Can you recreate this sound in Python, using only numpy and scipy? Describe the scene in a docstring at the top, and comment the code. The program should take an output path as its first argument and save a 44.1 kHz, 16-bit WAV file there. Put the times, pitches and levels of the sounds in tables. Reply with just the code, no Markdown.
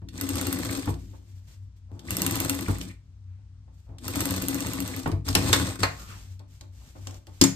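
"""Sewing machine in a small workroom

Close stereo microphone, two ports: a motor hums while an industrial lockstitch machine sews three short runs,
then back-tacks among solenoid clacks. Each stitch is a needle snap over table thumps, a drone and linkage rattle;
the treadle knocks as it is worked. The presser foot lifts, cloth is drawn out with a thread squeak, scissors snip
and drop on the table. Noise bursts, tuned modes and sines make the sources; a short decaying tail is the room."""
import sys
import numpy as np
from scipy import signal
from scipy.fft import rfft, irfft, next_fast_len
from scipy.io import wavfile
from scipy.ndimage import uniform_filter1d, map_coordinates

SR = 44100
rng = np.random.default_rng(int(sys.argv[2]) if len(sys.argv) > 2 else 0)


def dump_mix(stems):
    """Bounce the given channels to the path in sys.argv[1] as a 16-bit WAV at rate SR."""
    frames = np.atleast_2d(stems).T  # one column per channel
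    limited = np.clip(frames, -1, 1)  # hard clip at full scale
    pcm = np.round(limited * 32767).astype(np.int16)
    wavfile.write(sys.argv[1], SR, pcm)


N = 332955
TIME = np.arange(N) / SR

# Room decay: f/Hz, t60/s
ROOM_DECAY = [(150, 0.27), (1000, 0.31), (5000, 0.26), (14000, 0.21)]
# Microphone response, no subsonics and a soft top: f/Hz, level/dB
MICROPHONE_RESPONSE = [(8, -27.5), (26, 0), (14000, -1), (16400, -3)]
# Lead of the left port: f/Hz, phase/rad
PORT_LEAD = [(0, 0), (300, .5), (1200, .9), (2300, 3.1), (3900, 6.3), (5500, 9.4), (8100, 12.57),
             (10400, 15.71), (13000, 18.85), (15500, 22)]
# Likeness of the two ports: f/Hz, likeness/share
PORT_LIKENESS = [(600, 0), (2300, 0), (4000, 0), (5500, 0.29), (8100, 0.39), (10200, 1), (15000, .96)]
TOP_HZ = 16400

# Motor and stand hum: f/Hz, level/dB rms about which it wavers
HUM_LINES = [(57, -57), (64.5, -56.5), (95.5, -50), (265, -77)]
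# Spectrum of the room's air, relative: f/Hz, level/dB per Hz
AIR_SPECTRUM = [(20, -21), (35, -12), (45, -13), (60, -7.5), (105, -6), (135, -11.5), (270, -27),
                (450, -40.5), (1000, -40), (2000, -44.5), (6000, -45.5), (10000, -56.5), (15000, -75.5)]
HUM_WAVER_DB, HUM_WAVER_RAD, HUM_WAVER_RATE = 4.5, 0.84, 13  # depth in level and phase; knots per s

# Cloth pushed or drawn over the bed: start t/s, length/s, level/dB
CLOTH_SLIDES = [(.88, 0.52, -57.5), (1.26, 0.32, -63), (1.47, 0.082, -54), (1.502, 0.22, -67.5),
                (1.76, 0.042, -64.5), (1.91, .14, -71), (2.954, 0.42, -81), (3.715, 0.28, -69),
                (5.876, 0.55, -45.5), (6.475, 0.25, -60.5), (6.707, 0.56, -55), (6.972, 0.31, -57.5),
                (7.253, 1, -51.5)]
# Spectrum of sliding fabric, relative: f/Hz, level/dB per Hz
WEAVE_SPECTRUM = [(150, 19.5), (400, 4), (1200, 0), (2200, 2), (4000, 2.5), (7000, 4), (10000, -4),
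                  (14000, -5), (16000, -24.5)]
SLIDE_SKEW, SLIDE_EDGE = 0.56, 1.4  # a push peaks before its middle; softness of its ends

# Palms and sleeves on the table, foot on the treadle: start t/s, length/s, level/dB, centre f/Hz
RUBS = [(1.887, 0.28, -58.5, 650), (3.25, 0.27, -76, 1700), (1.917, .12, -71, 5500), (3.52, .16, -81, 1100),
        (3.863, 0.19, -60.5, 620), (6.07, .14, -52, 2000), (6.79, .12, -66, 750)]
# Soft bumps of hands and scissors on the table: t/s, level/dB
BUMPS = [(1.133, -49), (3.385, -68), (3.677, -57.5), (6.397, -49), (6.609, -48), (6.952, -45),
         (7.067, -41.5), (7.125, -51.5), (7.272, -47)]

# Squeak of thread pulled through its guides: t/s, f/Hz, level/dB
THREAD_SQUEAK = [(5.96, 1350, -70), (6.001, 1300, -52), (6.075, 1200, -57), (6.106, 1300, -49.5),
                 (6.15, 1137, -53), (6.18, 960, -65), (6.2, 800, -74)]
SQUEAK_RATE = 480  # random knots per s; they make the voice hoarse

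# Light clicks of levers and scissors: t/s, level/dB before filtering and a cut of 10 dB, ring f/Hz
LIGHT_TICKS = [(0.087, -30.5, 3460), (0.941, -33, 4030), (1.993, -31.5, 3350), (2.8126, -19.5, 3000),
               (3.984, -32.5, 3400), (5.116, -27, 4000), (5.282, -18.5, 1310), (5.287, -14, 5000),
               (5.328, -22, 4060), (6.393, -40.5, 3700), (6.61, -31, 4020), (7.071, -22.5, 6860),
               (7.109, -35, 6800), (7.143, -35.5, 6820), (7.269, -35.5, 3000)]
TICK_T60, TICK_WIDTH_HZ = 0.025, 900  # s; width of a tick's ring

# Modes of the scissor blades: f/Hz, level/dB, t60/s
SCISSOR_MODES = [(4576, -10.5, .19), (5098, -2.5, .13), (6160, -5, 0.25), (6860, -6.5, .26),
                 (6885, -6.5, .26), (7800, -5.5, 0.093), (8700, -1.5, 0.14)]
SCISSORS_S, SCISSORS_DB = 7.414, -29  # the blades land

# Modes of the steel bed: f/Hz, level/dB, t60/s
BED_MODES = [(581, -6, 0.3), (715, -7, 0.27), (903, -1.5, 0.17), (1082, -2, 0.25), (1212, -5.5, 0.13),
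             (1326, -5.5, 0.07), (1645, -7, 0.14), (1714, -5.5, 0.19), (1918, 1, 0.11), (1984, -0.5, .13),
             (2810, -8.5, 0.12), (4200, 0, 0.09)]
BED_RING_DB = -11  # bed ring against the plate's noise

# Modes of head and table: f/Hz, level/dB, t60/s, left-right level/dB
TABLE_MODES = [(39, -11.5, 0.078, 5), (60, -11.5, 0.12, 0), (93.5, 7, 0.13, 1.5), (115.3, -6, 0.46, 4),
               (155, -12, .6, 6), (185.9, -5.5, 0.41, 1), (219, -8.5, 0.087, 15.5), (273.7, -2, 0.22, 10),
               (307, -3.5, 0.096, 1), (342.5, -2.5, 0.14, 8.5), (400, -18.5, 0.25, -12),
               (511, -21, 0.22, -15.5), (620, -23, 0.2, -8)]
FOCUS_DB = 9  # modes an octave from a blow's pitch are this much weaker

# Treadle pressed or back at its stop: t/s, knock level/dB, boom level/dB, table shudder level/dB
TREADLE_MOVES = [(.019, -51.5, -42.5, -43.5), (.873, -25, -26.5, -37), (1.917, -63, -41.5, -45.5),
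                 (2.682, -24.5, -26, -50), (3.891, -58, -40, -49.5), (5.059, -20, -33, -38),
                 (5.121, -34.5, -24.5, -53), (5.278, -31, -26.5, -47.5), (5.354, -19.5, -26, -38),
                 (5.811, -42, -29, -45.5)]
# Spectrum of the pedal's first contact, relative: f/Hz, level/dB per Hz
SLAP_SPECTRUM = [(200, -13.5), (600, -5.5), (1100, -1), (1700, -8), (2400, -16.5), (6000, -30),
                 (14000, -56)]
# Spectrum of the dull knock, relative: f/Hz, level/dB per Hz
PEDAL_SPECTRUM = [(90, 0), (330, 0), (550, -10), (1000, -11), (1600, -25.5), (2500, -26.5), (6000, -47),
                  (14000, -70.5)]
# Modes of the booming stand: f/Hz, level/dB, t60/s, attack/s
STAND_MODES = [(58, -8.5, 0.61, 0.016), (96.3, 6.5, 0.2, 0.015), (147, -8.5, 0.44, 0.032),
               (332.3, -15.5, 0.21, 0.0029), (431.5, -21.5, 0.2, 0.0008), (662, -24, 0.25, 0.0014)]
SLAP_DB, SLAP_T60, PEDAL_T60 = -5, 0.038, 0.19  # first contact against the dull knock; s
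SHUDDER_T60 = 1  # s

# Solenoid blows, then scissors dropped on the table: t/s, crack level/dB, crack t60/s, ring f/Hz,
# crack's low edge f/Hz, plate level/dB, table level/dB before a cut of 10.5 dB, table f/Hz
STEEL_BLOWS = [(5.351, -10, 0.029, 2800, 500, -25, -10.5, 369),
               (5.529, -10.5, 0.051, 3450, 500, -17, -31, 290),
               (5.832, -20, 0.039, 4300, 500, -16.5, -24.5, 200),
               (7.413, -9.5, 0.042, 5200, 2620, -25, 1.5, 286.5),
               (7.4385, -13.5, 0.034, 7000, 3800, -26.5, -7.5, 290)]
# Spectrum of cracks and ticks, relative: f/Hz, level/dB per Hz
CRACK_SPECTRUM = [(500, -20), (1500, -6), (3000, -3.5), (5000, -1.5), (7200, -3), (9300, -6.5),
                  (11000, -10), (13500, -13), (16000, -30.5)]
# Spectrum of the bed plate, relative: f/Hz, level/dB per Hz
PLATE_SPECTRUM = [(180, -19.5), (400, -1.5), (600, -2), (800, -6.5), (1100, -7), (1800, -2), (2600, -10),
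                  (6000, -47.5)]

# Shaft speed as the treadle is pressed and eased off, one table a run: t/s, speed/stitches per s
SEAM_1 = [(0.118, 0.0), (0.192, 10.5), (0.401, 18.2), (0.549, 16.5), (0.749, 16.2), (0.875, 8.1),
          (0.98, 0.0)]
# Second run: t/s, speed/stitches per s
SEAM_2 = [(2.023, 0.0), (2.107, 14.3), (2.23, 22.1), (2.465, 21.4), (2.57, 17.0), (2.68, 11.8), (2.89, 4.7),
          (2.97, 0.0)]
# Third run: t/s, speed/stitches per s
SEAM_3 = [(4.002, 0.0), (4.07, 13.5), (4.125, 11.0), (4.172, 21.3), (4.452, 15.8), (4.548, 16.8),
          (4.826, 13.9), (5.048, 8.4), (5.152, 0.0)]
# Back-tack: t/s, speed/stitches per s
BACKTACK = [(5.242, 0), (5.272, 13), (5.34, 11), (5.4, 17), (5.65, 16.5), (5.72, 12), (5.8, 0)]
SPEEDS = [SEAM_1, SEAM_2, SEAM_3, BACKTACK]
# Shaft travel before the needle first lands, one value a run: travel/turns
FIRST_STROKE = [.6, .6, .6, .37]
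# Each run at full speed: table shake level/dB, rattle level/dB, needle snap level/dB,
# fading of the snaps/dB per s, drone level/dB
RUN_LEVELS = [(-31.5, -35.5, -15, 25, -35), (-32, -37, -14.5, 20, -40), (-31, -36, -17.5, 5.5, -36),
              (-34, -36.5, -23.5, 22, -34.5)]
FULL_SPEED = 20  # stitches per s
SHAKE_POWER, RATTLE_POWER, SNAP_POWER = 1.33, 1.31, 0.55  # strength grows as these powers of speed

# Gear whine at full speed: teeth per turn, level/dB rms about which it wavers
GEAR_TEETH = [(36, -54), (45, -51.5)]
GEAR_POWER, GEAR_FLUTTER = 3.8, .025  # growth with speed; unevenness of the speed as a share

# Droning resonances of the head at full speed: f/Hz, level/dB, left-right level/dB
HEAD_DRONE = [(280, -0.5, 8.5), (516.3, -14.5, -9.5)]
DRONE_POWER, DRONE_SAG = 1.3, .1  # growth with speed; share of the pitch lost towards standstill
DRONE_SWELL_DB, DRONE_SHARE = 6.5, .29  # swell within a turn, and where in the turn it peaks
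DRONE_BEND, DRONE_WAVER_RAD = .035, .5  # pitch swing within a turn as a share; random phase waver

# Metal strokes within a turn: place/share of the turn, width/share, level/dB, low f/Hz, high f/Hz
METAL_STROKES = [(.035, .045, -41, 1000, 1500), (.22, .05, -43.5, 420, 640), (.3, .035, -36.5, 2300, 9500),
                 (.34, .07, -41.5, 7000, 13000), (.58, .035, -45, 850, 1350),
                 (.67, .03, -38.5, 4000, 10000), (.75, .05, -38, 1750, 2490), (.9, .05, -45.5, 2600, 4800)]
STROKE_POWER, STROKE_SCATTER_DB = .9, 3.5  # growth with speed; random drift of the level

# Thumps within a turn: place/share of the turn, level/dB, f/Hz around which the table shakes
CRANK_THUMPS = [(.06, -14.5, 285), (.2, -15.5, 380), (.1, -15, 89), (0.679, -10.5, 175)]
# Spectrum of the rattling linkage, relative: f/Hz, level/dB per Hz
RATTLE_SPECTRUM = [(200, -16.5), (450, 9.5), (700, 4.5), (1100, 7), (1600, 4.5), (2600, 4.5), (4400, 4.5),
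                   (5700, 2), (7000, 2.5), (8600, 6), (10000, -7.5), (13000, -5), (15000, -12),
                   (16400, -22.5)]
# Thread trimmer, reverse feed and foot lifter load the linkage:
# start t/s, length/s, table shake level/dB, rattle level/dB
LEVER_LOADS = [(2.805, 0.14, -43.5, -62), (5.422, 0.35, -30, -34), (5.789, 0.089, -31, -35)]
KNOCK_DB = -15  # crank knocks against the rattle
THUMP_SCATTER_DB, KNOCK_SCATTER_DB = 3.5, 7.5  # chance from stroke to stroke

# Spectrum of the needle snap, relative: f/Hz, level/dB per Hz
SNAP_SPECTRUM = [(400, -24), (1300, 2.5), (3000, -2), (6000, 3.5), (8500, 6), (11000, 4.5), (14000, 6),
                 (16400, -8.5)]
# Needle bar modes, rung at each stroke: f/Hz, level/dB, t60/s
NEEDLE_BAR_MODES = [(1186, -4, 0.027), (1318, -6, .04), (1996, -5, 0.16), (2760, 2.5, .03)]
# Tough spots in the cloth: t/s, extra snap level/dB
TOUGH_SPOTS = [(.468, 3), (.528, 7), (2.219, 2.5), (2.264, 5), (2.401, 7), (2.496, 11), (4.205, 3.5),
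               (4.254, 2), (4.484, 6), (4.803, 5)]
SNAP_T60, SNAP_SCATTER_DB = 0.011, 0.5  # s; chance from stitch to stitch
NEEDLE_BAR_DB = -17  # against the snap


def amp(db):
    """Decibels to gain."""
    return 10 ** (np.asarray(db) / 20)


def unit(x):
    """Scaled to rms 1."""
    return x / np.sqrt(np.mean(x ** 2) + 1e-20)


def along(points, hz):
    """Values of (f/Hz, value) points on a log frequency axis."""
    f, v = np.transpose(points)
    return np.interp(np.log(hz + 1), np.log(f + 1), v)


def wobble(rate, size=20):
    """A smooth random curve with rate knots a second."""
    coarse = TIME[::size]
    knots = rng.standard_normal(int(N * rate / SR) + 4)
    return np.interp(TIME, coarse, map_coordinates(knots, [coarse * rate]))


def sine(phase):
    """Sine of rms 1."""
    return np.sqrt(2) * np.sin(phase)


def pan(db):
    """Left and right gains for a level difference."""
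    return amp([[db / 2], [-db / 2]])


def convolve(x, response):
    """Convolution by channel, cut to the scene's length."""
    return signal.fftconvolve(np.atleast_2d(x), np.atleast_2d(response), axes=1)[:, :N]


def bandpass(x, edges_hz):
    """Keeps the band between two edges."""
    return signal.sosfilt(signal.butter(2, edges_hz, "bandpass", fs=SR, output="sos"), x)


def resonate(x, hz, q):
    """One narrow resonance."""
    return signal.lfilter(*signal.iirpeak(hz, q, fs=SR), x)


def colour(x, spectrum, ripple_db=0, size=8192):
    """Minimum-phase filter of unit energy; ripple stands for a casting's close resonances, unlike at each port."""
    hz = np.fft.rfftfreq(size, 1 / SR)
    ripple = np.tanh(unit(uniform_filter1d(rng.standard_normal((2, len(hz))), size=11)))
    cepstrum = irfft(np.log(amp(along(spectrum, hz) + ripple_db * ripple)))
    # folding the cepstrum makes the response causal
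    cepstrum[:, 1:size // 2] *= 2
    cepstrum[:, size // 2 + 1:] = 0
    response = irfft(np.exp(rfft(cepstrum)))
    return convolve(x, response / np.linalg.norm(response, axis=1, keepdims=True))


def noise(alike_hz=700):
    """Stereo noise, shared in the bass and unrelated in the treble."""
    size = next_fast_len(N, real=True)
    hz = np.fft.rfftfreq(size, 1 / SR)
    turn = np.arccos(1 / (1 + (hz / alike_hz) ** 2)) / 2
    mid, side = rfft(rng.standard_normal((2, size))) * [np.cos(turn), np.sin(turn)]
    return irfft([mid + side, mid - side], size)[:, :N]


def bursts(rows):
    """Envelope of (t/s, level/dB, t60/s) blows: sudden start, exponential decay cut at half a second."""
    out, t = np.zeros(N + SR), np.arange(SR // 2) / SR
    for s, db, t60 in rows:
        out[round(s * SR):][:len(t)] += amp(db - 60 * t / t60)
    return out[:N]


def impulses(times, db):
    """One push of the given level at each time."""
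    return np.bincount(np.round(np.asarray(times) * SR).astype(int), amp(db), N)[:N]


def ring(hz, db, t60, attack):
    """One decaying mode, cut at half a second."""
    t = np.arange(SR // 2) / SR
    return amp(db - 60 * t / t60) * np.sin(2 * np.pi * hz * t) * (1 - np.exp(-t / attack))


def stroke(start, length):
    """Envelope of one push: it swells and dies away."""
    out = np.zeros(N)
    during = (TIME > start) & (TIME < start + length)
    progress = (TIME[during] - start) / length
    out[during] = np.abs(np.sin(np.pi * progress ** SLIDE_SKEW)) ** SLIDE_EDGE
    return out


def runs():
    """For each run: speed as a share of full speed, and shaft turns counted from the first needle stroke."""
    for curve, first in zip(SPEEDS, FIRST_STROKE):
        speed = np.interp(TIME, *np.transpose(curve))
        yield speed / FULL_SPEED, np.cumsum(speed) / SR - first


def whole_speed():
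    """Speed of all the runs as a share of full speed."""
    return sum(speed for speed, _ in runs())


def whole_shaft():
    """Shaft turns of whichever run is moving."""
    return sum(turns * (speed > 0) for speed, turns in runs())


def passes(turns, share):
    """The samples at which the shaft passes a given share of its turn."""
    return np.flatnonzero(np.diff(np.floor(turns - share)) > 0)


def room(x):
    """The walls answer 4 ms late with a noise tail; each frequency dies at its own speed."""
    hz, t, z = signal.stft(rng.standard_normal((2, SR // 2)), SR, nperseg=256)
    decay = amp(-60 * t / along(ROOM_DECAY, hz)[:, None])
    tail = signal.istft(z * decay, SR, nperseg=256)[1]
    tail = tail / np.linalg.norm(tail[0])
    return convolve(x, np.pad(tail, ((0, 0), (round(.004 * SR), 0))))


def hum():
    """The idling motor's sines waver in level and phase over the noise of the room's air."""
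    lines = 0
    for hz, db in HUM_LINES:
        level = amp(db + HUM_WAVER_DB * wobble(HUM_WAVER_RATE))
        lines = lines + level * sine(2 * np.pi * hz * TIME + HUM_WAVER_RAD * wobble(HUM_WAVER_RATE))
    air = amp(-55.5) * unit(colour(noise(alike_hz=600), AIR_SPECTRUM))
    return lines * pan(3.3) + air * pan(2.5)


def cloth():
    """Fabric slides over the bed: noise broken into small catches."""
    level = sum(amp(db) * stroke(s, length) for s, length, db in CLOTH_SLIDES)
    catches = noise() * amp(1.1 * wobble(190) + 2.3 * wobble(35))
    return level * unit(colour(catches, WEAVE_SPECTRUM))


def hands():
    """Rubs are swelling bands of noise, soft bumps are dull decaying bursts."""
    grit = noise(alike_hz=882)
    rubs = 0
    for s, length, db, hz in RUBS:
        rubs = rubs + amp(db) * stroke(s, length) * unit(bandpass(grit, [hz / 1.5, hz * 1.5]))
    bumps = bursts([(s, db, .22) for s, db in BUMPS])
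    return rubs + colour(bumps * grit, PEDAL_SPECTRUM, ripple_db=9.0)


def squeak():
    """Thread squeaks hoarsely as the cloth is drawn out: a falling tone with random quadrature amplitudes."""
    s, hz, db = np.transpose(THREAD_SQUEAK)
    phase = 2 * np.pi * np.cumsum(np.interp(TIME, s, hz)) / SR
    voice = [wobble(SQUEAK_RATE) * np.cos(phase) + wobble(SQUEAK_RATE) * np.sin(phase) for _ in range(2)]
    return np.array(voice) * np.interp(TIME, s, amp(db), left=0, right=0)


def ticks():
    """Levers and scissor blades click lightly: a noise burst, each with a brief resonance of its own."""
    grit, out = noise(alike_hz=2500), np.zeros((2, N))
    for s, db, hz in LIGHT_TICKS:
        start = round(s * SR)
        span = slice(start, start + SR // 10)
        blow = grit[:, span] * amp(db - 10.0 - 60 * (TIME[span] - s) / TICK_T60)
        out[:, span] += blow + amp(0.5) * resonate(blow, hz, hz / TICK_WIDTH_HZ)
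    return colour(out, CRACK_SPECTRUM, ripple_db=3.5)


def treadle():
    """The pedal slaps, a longer and duller knock follows, and the modes of the stand boom."""
    s, knock_db, boom_db, _ = np.transpose(TREADLE_MOVES)
    grit = noise(alike_hz=1112)
    slaps = bursts([(at, db + SLAP_DB, SLAP_T60) for at, db in zip(s, knock_db)])
    knocks = bursts([(at + 0.003, db, PEDAL_T60) for at, db in zip(s, knock_db)])
    slap = colour(slaps * grit, SLAP_SPECTRUM, ripple_db=5.0)
    knock = colour(knocks * grit, PEDAL_SPECTRUM, ripple_db=7.5)
    boom = convolve(impulses(s + 0.002, boom_db + 6), sum(ring(*mode) for mode in STAND_MODES))
    return slap + knock + boom * pan(2.5)


def table(pushes, attack, focus_hz):
    """Head and table top ring under a train of pushes, most strongly in the modes near focus_hz."""
    modes = 0
    for k, (hz, db, t60, lr) in enumerate(TABLE_MODES):
        focused_db = db - FOCUS_DB * abs(np.log2(hz / focus_hz))
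        modes = modes + (-1) ** k * pan(lr) * ring(hz, focused_db, t60, attack)
    return convolve(pushes, modes)


def bed(pushes):
    """Damped steel modes, reaching each port at their own strength."""
    modes = sum(pan(rng.normal(0, 4)) * ring(hz, db, t60, attack=.0004) for hz, db, t60 in BED_MODES)
    return convolve(pushes, modes)


def scissors():
    """The blades' modes ring from the moment they land."""
    blades = sum(pan(rng.normal(0, 3)) * ring(hz, db, t60, attack=.0004) for hz, db, t60 in SCISSOR_MODES)
    return convolve(impulses([SCISSORS_S], [SCISSORS_DB]), blades)


def clacks():
    """Solenoids and dropped scissors: a crack with its ring, blades, bed plate; and the table thumps apart."""
    grit, crack, thumps = noise(alike_hz=3400), 0, 0
    for s, db, t60, ring_hz, edge_hz, _, table_db, table_hz in STEEL_BLOWS:
        blow = uniform_filter1d(bursts([(s, db, t60)]), size=50) * grit
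        blow = signal.lfilter(*signal.butter(1, edge_hz, "highpass", fs=SR), blow)
        crack = crack + blow + 1.8 * resonate(blow, ring_hz, 8)
        thumps = thumps + table(impulses([s], [table_db - 10.5]), attack=0.00035, focus_hz=table_hz)
    s, *_, plate_db, _, _ = np.transpose(STEEL_BLOWS)
    plate_blows = bursts([(at, db, .08) for at, db in zip(s, plate_db)])
    plate = colour(plate_blows * noise(alike_hz=1464), PLATE_SPECTRUM, ripple_db=5.5)
    plate = plate + bed(impulses(s, plate_db + BED_RING_DB))
    return amp(1.5) * colour(crack, CRACK_SPECTRUM, ripple_db=2.5) + scissors() + plate, thumps


def gears():
    """Meshing teeth whine at the tooth rate, loudest near top speed, on a slightly fluttering speed."""
    speed = whole_speed()
    turns = np.cumsum(FULL_SPEED * speed * (1 + GEAR_FLUTTER * wobble(40))) / SR
    whine = sum(amp(db + 1.8 * wobble(30)) * sine(2 * np.pi * teeth * turns) for teeth, db in GEAR_TEETH)
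    return speed ** GEAR_POWER * whine


def drone():
    """The feed drives the head's resonances in one swell a turn; their pitch sags as the shaft slows."""
    speed = whole_speed()
    angle = 2 * np.pi * (whole_shaft() - DRONE_SHARE)
    drive = sum(amp(row[-1]) * run_speed ** DRONE_POWER for (run_speed, _), row in zip(runs(), RUN_LEVELS))
    swell_db = DRONE_SWELL_DB * np.cos(angle)
    bend = -DRONE_BEND * np.sin(angle)  # the pitch falls through each swell
    out = 0
    for hz, db, lr in HEAD_DRONE:
        pitch = hz * (1 + DRONE_SAG * (speed - 1) + bend)
        phase = 2 * np.pi * np.cumsum(pitch) / SR + DRONE_WAVER_RAD * wobble(45)
        out = out + pan(lr) * amp(db + swell_db + 1.0 * wobble(14)) * sine(phase)
    return drive * out


def links():
    """Needle bar, take-up lever, feed and hook clash: noise bands, each at its own point of the turn."""
    shaft = whole_shaft()
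    drive = whole_speed() ** STROKE_POWER
    grit, out = noise(alike_hz=2500), 0
    for share, width, db, low_hz, high_hz in METAL_STROKES:
        offset = (shaft - share + .5) % 1 - .5
        contact = drive * np.exp(-(offset / width) ** 2) * amp(db + STROKE_SCATTER_DB * wobble(13))
        # the level holds whatever the width of the band
        out = out + bandpass(grit * contact, [low_hz, high_hz]) * np.sqrt(SR / 2 / (high_hz - low_hz))
    return out


def chatter(pushes, width_hz, scatter_db):
    """Each contact excites the bed's resonances in its own random balance, damped to width_hz."""
    hits = np.flatnonzero(pushes)
    out = 0
    for k, (hz, db, _) in enumerate(BED_MODES):
        chance_db = scatter_db * np.tanh(rng.standard_normal(len(hits)))
        sizes = pushes * impulses(hits / SR, db + chance_db)
        out = out + (-1) ** k * pan(rng.normal(0, 4)) * resonate(sizes, hz, hz / width_hz)
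    return unit(signal.lfilter(*signal.butter(2, 5500, fs=SR), out))


def mechanism():
    """Cranks thump the table and links rattle, one shaft turn a stitch, all harder with speed."""
    shaking = bursts([(s, db, SHUDDER_T60) for s, _, _, db in TREADLE_MOVES])
    rattling, pushes, shake = 0, 0, 0
    shaft = whole_shaft()
    for (speed, _), (shake_db, rattle_db, *_) in zip(runs(), RUN_LEVELS):
        shaking = shaking + amp(shake_db) * speed ** SHAKE_POWER
        rattling = rattling + amp(rattle_db) * speed ** RATTLE_POWER
    for s, length, shake_db, rattle_db in LEVER_LOADS:
        shaking = shaking + amp(shake_db) * stroke(s, length)
        rattling = rattling + amp(rattle_db) * stroke(s, length)
    for share, db, hz in CRANK_THUMPS:
        at = np.concatenate([passes(turns, share) for _, turns in runs()])
        thumps = impulses(at / SR, db + THUMP_SCATTER_DB * rng.standard_normal(len(at)))
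        rumble = amp(-46.5) * rng.standard_normal(N)
        shake = shake + table(thumps + rumble, attack=0.0043, focus_hz=hz)
        pushes = pushes + thumps
    # evened out, so that the shaking curve sets the level
    power = uniform_filter1d(np.mean(shake ** 2, axis=0), size=6000)
    shake /= np.sqrt(np.abs(power) + 1e-12)
    # the table shakes hardest just after each needle stroke
    shake *= amp(1.2 * np.cos(2 * np.pi * (shaft - .3)))
    # play in the joints makes many tiny contacts, thickest just after the needle enters
    waves_db = 0.52 * np.cos(2 * np.pi * (shaft - .2))
    contacts = noise(alike_hz=1800) * amp(3.6 * wobble(420) + 2.3 * wobble(130) + waves_db)
    rattle = unit(colour(contacts, RATTLE_SPECTRUM, ripple_db=6.0))
    # every crank thump also knocks in the bed
    knocks = amp(KNOCK_DB) * chatter(pushes, width_hz=90, scatter_db=KNOCK_SCATTER_DB)
    return shake * shaking, (rattle + knocks) * rattling


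def needle():
    """A bright snap and a needle bar knock once a turn: harder with speed and at tough spots, fading in a run."""
    tough_db = sum(db * (np.abs(TIME - s) < 1 / (2 * FULL_SPEED)) for s, db in TOUGH_SPOTS)
    snaps = []
    for (speed, turns), (_, _, snap_db, fade, _) in zip(runs(), RUN_LEVELS):
        at = passes(turns, 0)
        speed_db = SNAP_POWER * 20 * np.log10(speed[at])
        level = snap_db + speed_db - fade * (at - at[0]) / SR + tough_db[at]
        level = level + SNAP_SCATTER_DB * rng.standard_normal(len(at))
        snaps += [(s, db, SNAP_T60) for s, db in zip(at / SR, level)]
    s, db, _ = np.transpose(snaps)
    knock = 0
    for mode in NEEDLE_BAR_MODES:
        blows = impulses(s, db + NEEDLE_BAR_DB + 2.5 * rng.standard_normal(len(s)))
        knock = knock + convolve(blows, ring(*mode, attack=.0003))
    return colour(bursts(snaps) * noise(alike_hz=3000), SNAP_SPECTRUM, ripple_db=4.0) + knock


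def scene():
    """Machine, hands and hum in the workroom."""
    shake, rattle = mechanism()
    cracks, thumps = clacks()
    snaps = needle()
    small = rattle + links() + gears() + ticks() + cloth() + squeak() + hands()
    echo = room(amp(-8.5) * small + amp(-10.0) * snaps + amp(-7.0) * cracks)
    return hum() + echo + treadle() + thumps + shake + drone() + small + cracks + snaps


def record(dry):
    """Two close ports hear the treble alike, the left first; high peaks are rounded, the band ends at TOP_HZ."""
    size = next_fast_len(N + SR)
    hz = np.fft.rfftfreq(size, 1 / SR)
    left, right = rfft(dry, size)
    alike = np.clip(along(PORT_LIKENESS, hz), 0, .99)
    mid = (left + right) / 2 * np.sqrt(1 + alike)
    side = (left - right) / 2 * np.sqrt(1 - alike)
    lag = np.exp(-1j * np.interp(hz, *np.transpose(PORT_LEAD)))
    ports = np.array([mid + side, (mid - side) * lag])
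    heard = irfft(ports * amp(along(MICROPHONE_RESPONSE, hz)), size)
    soft = heard / (1 + heard ** 4) ** (1 / 4)
    return irfft(rfft(soft) * (hz < TOP_HZ), size)[:, :N]


dry = scene()
out = record(dry)
dump_mix(out)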